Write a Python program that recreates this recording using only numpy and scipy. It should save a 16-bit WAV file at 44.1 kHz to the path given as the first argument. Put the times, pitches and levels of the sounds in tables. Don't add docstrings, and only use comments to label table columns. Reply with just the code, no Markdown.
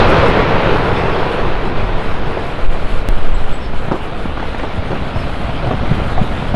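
import sys
import numpy as np
from scipy import signal
from scipy.fft import rfft, irfft, next_fast_len
from scipy.io import wavfile
from scipy.ndimage import uniform_filter1d, map_coordinates

SR = 44100
rng = np.random.default_rng(int(sys.argv[2]) if len(sys.argv) > 2 else 0)


def generate_wav(signal):
    frames = np.transpose(np.atleast_2d(signal))
    scaled = np.clip(frames, -1, 1) * 32767
    pcm = np.round(scaled).astype(np.int16)
    wavfile.write(sys.argv[1], SR, pcm)


N = 288968
TIME = np.arange(N) / SR

# [frequency_hz, level_db per Hz]
JET_SPECTRUM = [(120, -18), (200, -5.5), (240, -7.5), (290, -6), (360, -4.5), (430, -2.5), (500, -2),
                (590, -4.5), (790, -6), (1010, -6.5), (1400, -12), (2000, -18), (2600, -21.5), (4400, -77)]
RUBBLE_SPECTRUM = [(120, -44), (190, -3.5), (240, -10), (300, -6), (360, -9), (440, -6), (560, -5.5),
                   (730, -5.5), (920, -9.5), (1350, -13), (1700, -18.5), (2600, -28), (4400, -90)]
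ASH_SPECTRUM = [(820, -21), (1400, -3), (1700, -9), (2400, -8), (3200, -10.5), (4100, -16.5), (5200, -26.5),
                (6800, -39), (11500, -100)]
GRIT_SPECTRUM = [(3500, -41), (5000, -17), (6200, -0.5), (8000, 1.5), (11400, -3), (12200, -19),
                 (14000, -60)]
PLUME_SPECTRUM = [(21, 7.5), (36, 1.5), (62, -1), (85, 4), (120, 2.5), (170, -1), (230, -9), (320, -7),
                  (430, -13), (730, -90)]
DRUMMING_SPECTRUM = [(21, -30), (38, 3.5), (55, 3), (72, 1.5), (100, -1), (135, -2), (175, -5.5),
                     (230, -5.5), (320, -14.5), (430, -29), (730, -90)]
WIND_SPECTRUM = [(2, -20), (7, 9.5), (16, -1), (24, -9), (34, -8.5), (50, -22.5), (110, -41), (250, -62),
                 (500, -120)]
STONE_SPECTRUM = [(100, -21), (250, 2), (360, -0.5), (520, -5.5), (750, -5.5), (1200, -9.5), (1800, -16.5),
                  (3500, -29), (6000, -39), (12000, -73)]

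# [centre_s, half_width_s, rise_db]
JET_SURGES = [(.26, 0.3, 0.5), (1.25, .22, 1.5), (2.3, 0.06, 2)]
# [time_s, patter_level_db, ash_hiss_level_db]
RUBBLE_FALL = [(0, -32, -54), (2.35, -28.5, -33), (3.7, -29, -35.5), (4.2, -27, -34), (4.55, -28, -33),
               (4.8, -26.5, -32.5), (5.35, -26, -32.5), (5.85, -24.5, -30.5), (6.55, -25.5, -32)]
# [time_s, level_db]
GRIT_LEVEL = [(0, -53.5), (.4, -54.5), (1.3, -56), (1.8, -61), (2.6, -55.5), (3.9, -58), (6.55, -55)]
# [centre_s, half_width_s, rise_db]
TREBLE_FLARES = [(.1, 0.025, 9), (.28, 0.032, 9), (1.33, 0.034, 5.5), (4.586, .004, 13)]
# [centre_s, half_width_s, rise_db]
VENT_PULSES = [(.24, 0.062, 8), (.72, .09, 6.5), (1.1, 0.14, 4), (1.36, 0.074, 5), (2.35, 0.1, 6)]
# [hold_start_s, hold_s, level_db]
GUSTS = [(1.38, 0.22, -11), (1.72, 0.17, -11.5), (1.944, 0.33, -13), (2.646, 0.073, -4), (2.857, 0.15, -9),
         (3.103, 0.037, -3), (3.23, 0.18, -3), (3.438, 0.085, -8), (3.613, 0.064, -13), (3.736, 0.05, -7.5),
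         (5.86, 0.11, -12.5), (6.16, 0.03, -7.5)]
# [start_s, thud_level_db, thud_pitch_hz, thud_decay_cycles,
# crack_level_db, crumble_s (time to fade by 60 dB), crack_pitch_hz]
ROCKS = [(2.37, -30, 180, .5, -17, 0.11, 704), (3.880, -12, 141, 0.34, -17, 0.056, 750),
         (3.9116, -11, 200, .8, -13, 0.035, 1000), (3.919, -20, 248, 1.2, -12.5, 0.18, 420),
         (4.2543, -10, 214, 0.6, -18, 0.065, 700), (4.372, -25, 180, 0.54, -18.5, 0.075, 950),
         (4.395, -33, 200, .5, -20, 0.14, 1400), (4.425, -30, 220, .5, -18.5, 0.074, 800),
         (4.546, -18, 220, .5, -21, 0.028, 1200), (4.593, -25, 150, .5, -14, 0.037, 2300),
         (4.634, -26, 220, .8, -12.5, 0.058, 553), (4.773, -10, 92, 1.8, -37, 0.079, 400),
         (4.903, -14, 140, 0.87, -17, 0.28, 470), (4.928, -12, 148, 0.92, -22, .07, 480),
         (5.159, -6.5, 107, 0.6, -13.5, 0.036, 650), (5.261, -13, 152, .8, -29, .05, 500),
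         (5.292, -16, 130, .8, -25, .05, 600), (5.418, -20, 130, 0.62, -31, .05, 500),
         (5.492, -10, 130, 0.53, -18, 0.06, 600), (5.613, -15, 150, 0.68, -31, 0.06, 454),
         (5.631, -20, 150, 0.59, -15, 0.093, 560), (5.668, -11, 110, 0.9, -18, 0.17, 710),
         (5.707, -14, 149, .6, -12.5, 0.098, 540), (5.7398, -6, 131, 0.62, -20, .07, 800),
         (5.83, -10, 190, 0.73, -17, 0.08, 655), (5.9107, -0.5, 143, 0.58, -14, 0.046, 450),
         (5.975, -19, 150, .6, -19, .06, 560), (5.997, -19, 160, 0.64, -19.5, 0.25, 516),
         (6.1753, -12, 149, 0.38, -16, 0.092, 745), (6.2117, -3, 138, 0.34, -18, 0.034, 400),
         (6.2144, -10, 215, 1, -28, .03, 400), (6.422, -11.5, 140, .6, -17, .05, 700),
         (6.541, -8, 194, 1.2, -13.5, 0.26, 640)]
# [centre_s, half_width_s, depth_db]
DIPS = [(2.685, 0.024, 5.5)]
# [start_s, step_db]
CLICKS = [(3.088, -5.5)]
# [start_s, length_s, start_pitch_hz, top_pitch_hz, final_drop_hz, level_db]
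CHIRPS = [(3.341, .022, 7600, 7800, 60, -46), (3.52, 0.046, 7700, 8020, 120, -47),
          (3.6, .078, 5280, 5500, 560, -48), (5.135, 0.12, 5200, 5360, 640, -49)]
# [start_s, knock_level_db, pitch_hz, ring_cycles]
SPLITS = [(3.9137, -7.5, 565, 1.06), (3.919, 0, 402, 1.3), (4.3738, -20, 1000, 2.2), (4.429, -12, 796, 1),
          (4.5475, -6, 750, .8), (4.6332, -16, 1200, 2), (4.6362, -17, 424, 1.2), (4.9305, -12, 600, 1),
          (5.161, -10, 750, 1.2), (5.7085, -16, 520, 1), (5.713, -12, 1150, 3.4), (6.002, -13, 650, 1),
          (6.1785, -8, 740, 7.6)]

JET_DB, JET_FADE_DB_PER_S = -11.5, 6.5
PLUME_DB, PLUME_FADE_DB_PER_S = -13, 5
JET_ASH_DB = -9
DRUMMING_DB, DRUMMING_DB_PER_RUBBLE_DB = -19.5, 2.01
VENT_START_HZ, VENT_END_HZ, VENT_SETTLE_S = 540.2, 426.7, 0.4
VENT_WOBBLE_KNOTS_PER_S = 190
VENT_DB, VENT_FADE_DB_PER_S = -22.5, 5
BREEZE_DB, GUST_ATTACK_S, GUST_RELEASE_S = -19.5, 0.035, 0.067
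TOP_HZ = 15500


def amp(db):
    return 10 ** (np.asarray(db) / 20)


def unit(x):
    return x / np.sqrt(np.mean(x ** 2) + 1e-20)


def curves(rows):
    s, *columns = np.transpose(rows)
    return [np.interp(TIME, s, column) for column in columns]


def bumps(rows):
    return sum(db * np.exp(-((TIME - s) / width) ** 2) for s, width, db in rows)


def wobble(rate):
    return map_coordinates(rng.standard_normal(1024), [TIME * rate + 2], mode="wrap")


def filtered(x, response):
    size = next_fast_len(len(x) + 8192)
    spectrum = rfft(x, size) * response(np.fft.rfftfreq(size, 1 / SR))
    return irfft(spectrum, size)[:len(x)]


def coloured(x, spectrum):
    point_hz, point_db = np.transpose(spectrum)

    def response(hz):
        return unit(amp(np.interp(np.log(hz + 1), np.log(point_hz + 1), point_db)))

    return filtered(x, response)


def noise(patchy_db):
    cells = signal.stft(rng.standard_normal(N), nperseg=512)[2]
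    patches = uniform_filter1d(rng.standard_normal(cells.shape), size=7, axis=0)
    patches = uniform_filter1d(patches, size=12, axis=1)
    patchy = cells * amp(patchy_db * unit(patches))
    return unit(signal.istft(patchy, nperseg=512)[1][:N])


def shots(rate, spread_db):
    happens = rng.random(N) < rate / SR
    sign = rng.choice([-1, 1], N)
    size = amp(spread_db * np.clip(rng.standard_normal(N), -2, 2))
    return unit(happens * sign * size)


def blend(a, b, share):
    share = np.clip(share, 0, 1)
    return np.sqrt(1 - share) * a + np.sqrt(share) * b


def add(track, s, sound):
    part = track[max(round(s * SR), 0):][:len(sound)]
    part += sound[:len(part)]


def eruption():
    jet_level = amp(JET_DB - JET_FADE_DB_PER_S * TIME + bumps(JET_SURGES))
    rubble_db, rubble_ash_db = curves(RUBBLE_FALL)
    grit_db, = curves(GRIT_LEVEL)
    puffs = wobble(rate=22)

    jet_mix = blend(noise(patchy_db=0.64), shots(rate=700, spread_db=3.5), share=0.29)
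    jet = unit(coloured(jet_mix, JET_SPECTRUM))
    rubble_mix = blend(noise(patchy_db=0.5), shots(rate=260, spread_db=3.5), share=0.21)
    rubble = unit(coloured(rubble_mix, RUBBLE_SPECTRUM))
    roar = amp(0.23 * puffs) * (jet_level * jet + amp(rubble_db) * rubble)

    ash_mix = blend(noise(patchy_db=2.0), shots(rate=1200, spread_db=2.5), share=0.3)
    ash = unit(coloured(ash_mix, ASH_SPECTRUM))
    ash_level = np.hypot(amp(JET_ASH_DB) * jet_level, amp(rubble_ash_db))
    grit_mix = blend(noise(patchy_db=1.8), shots(rate=500, spread_db=6), share=0.15)
    grit = unit(coloured(grit_mix, GRIT_SPECTRUM))
    grit_level = amp(grit_db + bumps(TREBLE_FLARES) + 2.1 * puffs)
    hiss = ash_level * amp(0.5 * puffs) * ash + grit_level * grit

    plume = unit(coloured(noise(patchy_db=0.86), PLUME_SPECTRUM))
    plume_db = PLUME_DB - PLUME_FADE_DB_PER_S * TIME
    drumming = unit(coloured(shots(rate=300, spread_db=1.0), DRUMMING_SPECTRUM))
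    drumming_db = DRUMMING_DB + DRUMMING_DB_PER_RUBBLE_DB * (rubble_db - rubble_db.max())
    return roar + hiss + amp(plume_db) * plume + amp(drumming_db) * drumming


def vent():
    hz = VENT_END_HZ + (VENT_START_HZ - VENT_END_HZ) * np.exp(-TIME / VENT_SETTLE_S)
    phase = 2 * np.pi * np.cumsum(hz) / SR
    cosine_part = wobble(rate=VENT_WOBBLE_KNOTS_PER_S) * np.cos(phase)
    sine_part = wobble(rate=VENT_WOBBLE_KNOTS_PER_S) * np.sin(phase)
    level_db = VENT_DB - VENT_FADE_DB_PER_S * TIME + bumps(VENT_PULSES)
    return amp(level_db) * unit(cosine_part + sine_part)


def wind():
    strength = np.full(N, amp(BREEZE_DB))
    for s, hold_s, db in GUSTS:
        rise = np.clip(1 + (TIME - s) / GUST_ATTACK_S, 0, 1)
        release = np.exp(-np.maximum(TIME - s - hold_s, 0) / GUST_RELEASE_S)
        strength = np.maximum(strength, amp(db) * rise * release)
    eddies = unit(coloured(rng.standard_normal(N), WIND_SPECTRUM))
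    power = uniform_filter1d(uniform_filter1d(eddies ** 2, size=SR // 8), size=SR // 12)
    swings = strength * eddies / np.sqrt(np.abs(power) + 1e-6)
    return swings / (1 + swings ** 4) ** (1 / 4)


def rocks(crest_cycles=0.74, rise_cycles=0.56, body_db=10, body_octaves=0.54, grain_db=3.5,
          attack_s=0.0014, scatter_db=-15, scatter_s=0.36):
    out, t = np.zeros(N), np.arange(SR // 3) / SR
    for s, thud_db, thud_hz, decay_cycles, crack_db, crumble_s, crack_hz in ROCKS:
        cycles = t * thud_hz
        before_crest = np.minimum(cycles - crest_cycles, 0)
        after_crest = np.maximum(cycles - crest_cycles, 0)
        swell = np.exp(-(before_crest / rise_cycles) ** 2 - after_crest / decay_cycles)
        add(out, s, amp(thud_db) * swell * np.sin(2 * np.pi * cycles))

        def body(hz):
            octaves = np.log2((hz + 1) / crack_hz)
            return amp(body_db * np.exp(-(octaves / body_octaves) ** 2))

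        unevenness = uniform_filter1d(rng.standard_normal(len(t)), size=SR // 400)
        spurts = amp(grain_db * unit(unevenness))
        debris = filtered(coloured(spurts * rng.standard_normal(len(t)), STONE_SPECTRUM), body)
        crumbling = amp(-60 * t / crumble_s)
        scattering = amp(scatter_db - 60 * t / scatter_s)
        fade = np.hypot(crumbling, scattering) * (1 - np.exp(-t / attack_s))
        debris_rms = np.sqrt(np.average(debris ** 2, weights=fade ** 2))
        add(out, s, amp(crack_db) * fade * debris / debris_rms)
    return out


def clicks(relax_s=0.0057, snap_db=-8, snap_s=0.0002):
    out, t = np.zeros(N), np.arange(SR // 10) / SR
    for s, db in CLICKS:
        step = np.exp(-t / relax_s)
        snap = amp(snap_db) * np.exp(-t / snap_s)
        add(out, s, -amp(db) * (step + snap))
    return out


def chirps(hook_power=4, swell_db=4):
    out = np.zeros(N)
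    for s, length_s, start_hz, top_hz, drop_hz, db in CHIRPS:
        progress = np.clip((TIME - s) / length_s, 0, 1)
        waver_hz = 80 * wobble(rate=700)
        flutter_db = 3.5 * wobble(rate=160)
        glide_hz = start_hz + (top_hz - start_hz) * progress - drop_hz * progress ** hook_power
        tone = np.sin(2 * np.pi * np.cumsum(glide_hz + waver_hz) / SR)
        shape = np.sqrt(np.abs(np.sin(np.pi * progress)))
        out += amp(db + flutter_db + swell_db * progress) * shape * tone
    return out


def slopes(x, echo_db=-7, t60_s=0.35):
    t = np.arange(SR // 2) / SR
    tail = rng.standard_normal(len(t)) * amp(-60 * t / t60_s)
    return x + amp(echo_db) * signal.fftconvolve(x, tail / np.linalg.norm(tail))[:N]


def splits(attack_s=0.0002, overtone=2.33, overtone_db=-6, overtone_cycles=2):
    out, t = np.zeros(N), np.arange(SR // 20) / SR

    def ring(hz, cycles):
        return np.exp(-hz * t / cycles) * np.sin(2 * np.pi * hz * t)

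    for s, db, hz, cycles in SPLITS:
        knock = ring(hz, cycles) + amp(overtone_db) * ring(overtone * hz, overtone_cycles)
        add(out, s, amp(db) * (1 - np.exp(-t / attack_s)) * knock)
    return out


def scene():
    volcano = eruption() + vent() + rocks() + splits()
    dipped = amp(-bumps(DIPS)) * volcano
    return (dipped + wind() + clicks() + slopes(chirps()))[None]


def record(dry):
    clipped = dry[0] / (1 + np.abs(dry[0]) ** 20) ** (1 / 20)
    return filtered(clipped, lambda hz: 1 / (1 + (hz / TOP_HZ) ** 80))[None]


dry = scene()
out = record(dry)
generate_wav(out)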